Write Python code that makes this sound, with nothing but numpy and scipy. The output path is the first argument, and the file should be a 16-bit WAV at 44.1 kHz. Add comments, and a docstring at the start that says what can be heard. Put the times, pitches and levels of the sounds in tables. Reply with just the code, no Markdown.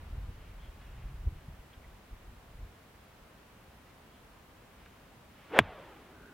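"""Wind nudges the microphone on a quiet, open golf course; birds call faintly, far off.
Straight ahead a golfer settles and swings an iron. The shaft swishes down, the face cracks against
the ball, and the sole tears the turf and thuds into the soil. The crack overloads the recorder, whose
gain ducks and recovers. The ball hisses away, its ground echo sweeping the tone down as it climbs."""
import sys
import numpy as np
from scipy import signal
from scipy.fft import rfft, irfft, next_fast_len
from scipy.io import wavfile

SR = 44100
rng = np.random.default_rng(int(sys.argv[2]) if len(sys.argv) > 2 else 0)


def unload_audio(sound):
    """Save the sound as a 16-bit wav file, at the path given as the first command line argument."""
    columns = np.transpose(np.atleast_2d(sound))
    # keep every value between -1 and 1, then stretch to whole-number steps
    steps = np.round(np.clip(columns, -1, 1) * 32767)
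    wavfile.write(sys.argv[1], SR, steps.astype(np.int16))


N = 279285
TIME = np.arange(N) / SR
IMPACT_S = 5.58968

# How alike the two channels hear diffuse sound. Each row: frequency in Hz, left-right correlation.
STEREO_LIKENESS = [(60, 1), (130, 0.96), (290, 0.82), (640, 0.6), (1400, 0.45), (3100, 0.21), (6800, 0.046),
                   (15000, .08)]
# Spectrum of the ball's hiss and of the far wash. Each row: frequency in Hz, level in dB per Hz.
FLIGHT_SPECTRUM = [(50, -33), (150, -3), (350, 3), (650, 1.5), (1100, -2.5), (1800, -6.5), (3300, -13),
                   (4500, -26.5), (8000, -47)]


def from_db(db):
    """Decibels to gain."""
    return 10 ** (np.asarray(db) / 20)


def rms_one(x):
    """Scale to rms 1."""
    return x / np.sqrt(np.mean(x ** 2) + 1e-20)


def at_hz(points, hz):
    """Read a spectrum on a log-frequency axis."""
    point_hz, value = np.transpose(points)
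    return np.interp(np.log(hz + 1e-9), np.log(point_hz), value)


def noise(spectrum, likeness=None):
    """Coloured noise of rms 1: mono, or stereo with a left-right correlation for each frequency."""
    size = next_fast_len(N, True)
    hz = np.fft.rfftfreq(size, 1 / SR)
    bins, side = rfft(rng.standard_normal((2, size))) * from_db(at_hz(spectrum, hz)) * (hz > 10)
    if likeness is not None:
        alike = np.clip(at_hz(likeness, hz), -1, 1)
        bins = np.sqrt(1 + alike) * bins + np.sqrt(1 - alike) * side * [[1], [-1]]
    return rms_one(irfft(bins, size)[..., :N])


def narrow_noise(centre_hz, width_hz, size=N):
    """A wavering tone of rms 1: slow noise carried on a steady or gliding centre frequency."""
    lowpass = signal.butter(2, width_hz / 2, fs=SR, output="sos")
    slow_a, slow_b = signal.sosfilt(lowpass, rng.standard_normal((2, size)))
    phase = 2 * np.pi * np.cumsum(centre_hz * np.ones(size)) / SR
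    return rms_one(slow_a * np.cos(phase) + slow_b * np.sin(phase))


def pulse(spectrum, size=4096):
    """The shortest causal pulse with a given spectrum (minimum phase)."""
    cepstrum = irfft(np.log(from_db(at_hz(spectrum, np.fft.rfftfreq(size, 1 / SR)))))
    cepstrum[1:size // 2] *= 2
    cepstrum[size // 2 + 1:] = 0
    return irfft(np.exp(rfft(cepstrum)))


def add(out, start_s, sound):
    """Mix a short sound in at a given time."""
    start = max(round(start_s * SR), 0)
    out[start:start + len(sound)] += sound[:max(N - start, 0)]


def bell(t, length):
    """A smooth rise and fall around t = 0."""
    return np.exp(-np.minimum(2 * (t / length) ** 2, 20))


def swell(age, rise_s, t60):
    """A quick rise and an exponential decay, 60 dB in t60 seconds."""
    rise = 1 - np.exp(-np.minimum(age / rise_s, 20))
    return rise * np.exp(-np.minimum(np.log(1000) * age / t60, 20))


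def since_impact(delay_s=0):
    """Seconds since the hit plus a delay; zero before that."""
    return np.maximum(TIME - IMPACT_S - delay_s, 0)


def wind(roughness=0.043):
    """Low turbulence and single eddies bump the microphone, dying away before the swing."""
    # Rumble at the capsule. Each row: frequency in Hz, level in dB per Hz.
    spectrum = [(12, -33), (20, -8), (43, 2), (91, -7.5), (117, -9.5), (183, -22.5), (260, -39.5),
                (320, -29), (420, -68), (700, -120)]
    # Gusts. Each row: time of the peak in seconds, length in seconds, level in dB.
    gusts = [(0.163, 0.26, -42), (0.554, 0.38, -50), (1.095, 0.28, -42), (1.312, 0.1, -39.5),
             (1.506, 0.055, -42), (1.606, 0.023, -46.5), (1.89, .11, -52), (2.257, 0.23, -53.5),
             (2.596, 0.14, -48.5)]
    # Single eddies. Each row: time of the peak in seconds, peak level in dB, half-width in seconds.
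    eddies = [(0.183, -32.5, 0.0026), (0.293, -34.5, 0.003), (0.692, -37, 0.0049), (1.059, -31, 0.0057),
              (1.275, -21.5, 0.0035), (1.488, -35, 0.0021), (1.78, -43, .004), (2.133, -37, 0.0053),
              (2.635, -36, 0.0043), (3.227, -49, 0.0042)]
    gusting = sum(from_db(db) * bell(TIME - peak_s, length) for peak_s, length, db in gusts)
    bumps = np.zeros(N)
    for peak_s, db, width in eddies:
        u = np.arange(-10 * width, 10 * width, 1 / SR) / width
        push = (1 - u ** 2) * np.exp(-u ** 2 / 2)   # a push between two suctions
        add(bumps, peak_s - 10 * width, from_db(db) * push)
    return gusting * noise(spectrum) + bumps * (1 + roughness * narrow_noise(280, width_hz=260))


def air_and_hiss(air_db=-57.0, breeze_db=2.5, calming_s=0.37, hiss_db=-67.5):
    """Open air, a little louder until the breeze drops, and the microphone's own hiss."""
    # Distant air over the course. 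Each row: frequency in Hz, level in dB per Hz.
    air_spectrum = [(20, -15), (35, -4.5), (60, 0.5), (125, -4.5), (210, -5.5), (330, -10), (600, -11),
                    (1000, -12), (1800, -16.5), (3000, -21), (4200, -27.5), (6500, -45)]
    # Microphone self-noise. Each row: frequency in Hz, level in dB per Hz.
    hiss_spectrum = [(1000, -2.5), (5000, 1.5), (9000, -1.5), (15500, -1)]
    air = from_db(air_db + breeze_db * np.exp(-TIME / calming_s)) * noise(air_spectrum, STEREO_LIKENESS)
    return air + from_db(hiss_db) * noise(hiss_spectrum, STEREO_LIKENESS)


def birds(waver_share=0.13):
    """Faint calls from far off, each a short wavering note."""
    # Each row: time of the peak in seconds, length in seconds, pitch in Hz, level in dB.
    calls = [(0.41, .03, 2600, -75), (0.485, .063, 2230, -70), (0.643, .071, 3200, -67.5),
             (1.736, .0092, 3240, -63), (1.844, 0.0097, 2050, -59.5), (4.15, .082, 3170, -73),
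             (6.269, 0.17, 1484, -60)]
    out, t = np.zeros(N), np.arange(SR) / SR - .5
    for peak_s, length, hz, db in calls:
        add(out, peak_s - .5, from_db(db) * bell(t, length) * narrow_noise(hz, waver_share * hz, SR))
    return out


def rustles(centre_hz=2100, width_hz=2000):
    """Clothes and grass brush softly as the golfer settles and swings."""
    # Each row: time of the peak in seconds, length in seconds, level in dB.
    brushes = [(0.45, 0.094, -66), (0.637, 0.063, -65.5), (0.827, .074, -65.5), (1.01, 0.2, -65),
               (1.39, .07, -68), (1.743, .02, -62.5), (3.891, 0.036, -66), (4.861, 0.0025, -56),
               (4.869, 0.2, -67.5), (5.46, 0.17, -63)]
    movement = sum(from_db(db) * bell(TIME - peak_s, length) for peak_s, length, db in brushes)
    return movement * narrow_noise(centre_hz, width_hz)


def club_speed(fastest_s=5.577, width_s=.042, brake_s=.15):
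    """Share of full speed: a sharp peak at the bottom of the arc, then the turf brakes the club."""
    return np.exp(-since_impact() / brake_s) / np.hypot(1, (TIME - fastest_s) / width_s)


def swish(top_hz=589, whistle_db=-34, rush_db=-29.5):
    """Vortices shed by the shaft whistle higher as it speeds up; the head adds a broad rush."""
    # Air around the clubhead. Each row: frequency in Hz, level in dB per Hz.
    rush_spectrum = [(40, -6), (150, -17), (380, 8.5), (520, 1), (750, 5), (1600, 0), (2500, -6.5),
                     (3400, -12.5), (4600, -29.5), (8000, -43), (15000, -56)]
    speed = club_speed()
    shedding = np.interp(speed, [.47, .61], [0, 1])   # the whistle sets in around half speed
    whistle = from_db(whistle_db) * shedding * speed ** 1.8 * narrow_noise(top_hz * speed, width_hz=140)
    rush = from_db(rush_db) * speed ** 4.2 * noise(rush_spectrum)
    return whistle + rush


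def crack(rebound_hz=1020, rebound_width_hz=540):
    """One hard pulse; the ball squashes and rebounds, which spreads it over about a millisecond."""
    # Pressure pulse of face on ball. Each row: frequency in Hz, level in dB.
    spectrum = [(60, 10), (200, 15), (400, 24), (650, 25), (950, 20), (1700, 25), (2500, 21), (3200, 11.5),
                (3800, 2), (5200, -7.5), (9000, -3), (15000, -15)]
    radius = np.exp(-np.pi * rebound_width_hz / SR)
    poles = np.array([1, -2 * radius * np.cos(2 * np.pi * rebound_hz / SR), radius ** 2])
    out = np.zeros(N)
    add(out, IMPACT_S, -signal.lfilter(poles[::-1], poles, pulse(spectrum)))   # all-pass smear
    return out


def ring(delay_s=.0019, rise_s=.0002):
    """Head, ball and ground ring briefly once the ball has left the face."""
    # Each row: frequency in Hz, level in dB, seconds to fall 60 dB.
    modes = [(245, -16, .04), (443, -29, .02), (650, -8, .02), (1035, -13, .014), (1253, -13, .018),
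             (1580, -13, .021), (2050, -29, .031), (2210, -26, .027), (2720, -28, .03), (3200, -23, .019),
             (3350, -13, .018), (4700, -39, .026), (6100, -44, .02)]
    out, age = np.zeros(N), np.arange(SR // 10) / SR
    for hz, db, t60 in modes:
        tone = np.sin(2 * np.pi * hz * age)
        add(out, IMPACT_S + delay_s, from_db(db) * swell(age, rise_s, t60) * tone)
    return out


def turf(level_db=-16, delay_s=0.0022, rise_s=0.0025, t60=0.053, treble_hz=4500, treble_t60=0.024):
    """The sole tears through grass just after the ball; the treble dies first."""
    # Tearing grass. Each row: frequency in Hz, level in dB per Hz.
    spectrum = [(40, -4), (350, 8), (1000, -27), (1600, -9), (2400, -3), (3500, -10.5), (4300, -25),
                (7000, -18), (12000, -33), (15500, -34)]
    age, grass = since_impact(delay_s), noise(spectrum)
    dull = signal.sosfiltfilt(signal.butter(2, treble_hz, fs=SR, output="sos"), grass)
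    treble = grass - dull
    return from_db(level_db) * (swell(age, rise_s, t60) * dull + swell(age, rise_s, treble_t60) * treble)


def strike(low_cut_hz=130, bass_share=.45):
    """Crack, ring and torn grass; such small bodies radiate only a share of their bass."""
    blow = crack() + ring() + turf()
    thin = signal.sosfilt(signal.butter(2, low_cut_hz, "high", fs=SR, output="sos"), blow + 1e-18)
    return (1 - bass_share) * thin + bass_share * blow


def thud(thump_db=-21.5, start_hz=206, end_hz=66, sag_s=0.027, roughness=0.31, soil_db=-38):
    """The sole digs unevenly into the soil and slows: a thump sinks in pitch, loose earth rumbles."""
    age = since_impact(delay_s=0.0037)
    hz = end_hz + (start_hz - end_hz) * np.exp(-age / sag_s)
    tone = np.sin(2 * np.pi * np.cumsum(hz * (age > 0)) / SR)
    lumps = 1 + roughness * narrow_noise(45, width_hz=60)
    thump = from_db(thump_db) * swell(age, rise_s=.0008, t60=0.18) * lumps * tone
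    soil = from_db(soil_db) * swell(age, rise_s=0.0113, t60=0.39) * narrow_noise(68, width_hz=70)
    return thump + soil


def ball_flight(level_db=-38.3, fade_db_per_s=15.5, rise_s=0.021, start_m=6.4, m_per_s=64,
                echo_share=0.57, first_lag_s=0.00091, added_lag_s=0.00504, climb_s=1.0, grass_hz=2600):
    """The spinning ball hisses away; as it climbs, its ground echo lags more and the comb slides down."""
    age = since_impact()
    distance_m = start_m + m_per_s * age   # from the microphone
    onset = 1 - np.exp(-age / rise_s)
    gain = from_db(level_db - fade_db_per_s * age) * onset * start_m / distance_m
    lag_s = first_lag_s + added_lag_s * (1 - np.exp(-age / climb_s))
    hiss = noise(FLIGHT_SPECTRUM)
    # grass swallows the echo's treble
    dulled = signal.sosfiltfilt(signal.butter(1, grass_hz, fs=SR, output="sos"), hiss)
    echo = np.interp(TIME - lag_s, TIME, dulled)
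    return gain * rms_one(hiss + echo_share * echo)


def scatter(level_db=-57, rise_s=0.029, t60=0.34):
    """Turf and far trees return a faint, wide wash of the crack."""
    return from_db(level_db) * swell(since_impact(), rise_s, t60) * noise(FLIGHT_SPECTRUM, STEREO_LIKENESS)


def flight_tail(peak_s=6.258, length_s=0.26, hz=330, width_hz=220, level_db=-59.0):
    """The departing ball's hiss ends in a faint low hum."""
    return from_db(level_db) * bell(TIME - peak_s, length_s) * narrow_noise(hz, width_hz)


def scene():
    """The golfer is straight ahead of the microphone; only air, self-noise and scatter are wide."""
    return (air_and_hiss() + birds() + flight_tail() + wind()
            + rustles() + swish() + strike() + thud() + ball_flight() + scatter())


def gain_control(x, threshold_db=-12, slope=.5, release_db_per_s=30, attack_s=.004):
    """Peaks over the threshold pull the recorder's gain down; it creeps back."""
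    peak_db = 20 * np.log10(np.abs(x).max(axis=0) + 1e-9)
    cut_db = slope * np.maximum(peak_db - threshold_db, 0)
    held_db = np.maximum.accumulate(cut_db + release_db_per_s * TIME) - release_db_per_s * TIME
    pole = np.exp(-1 / (attack_s * SR))
    return x * from_db(-signal.lfilter([1 - pole], [1, -pole], held_db))


def record(dry, cutoff_hz=15900):
    """The recorder ducks its gain, clips at full scale and cuts off the top of the treble."""
    clipped = np.clip(gain_control(dry), -1, 1)
    return signal.sosfilt(signal.ellip(10, .1, 70, cutoff_hz, fs=SR, output="sos"), clipped)


dry = scene()
out = record(dry)
unload_audio(out)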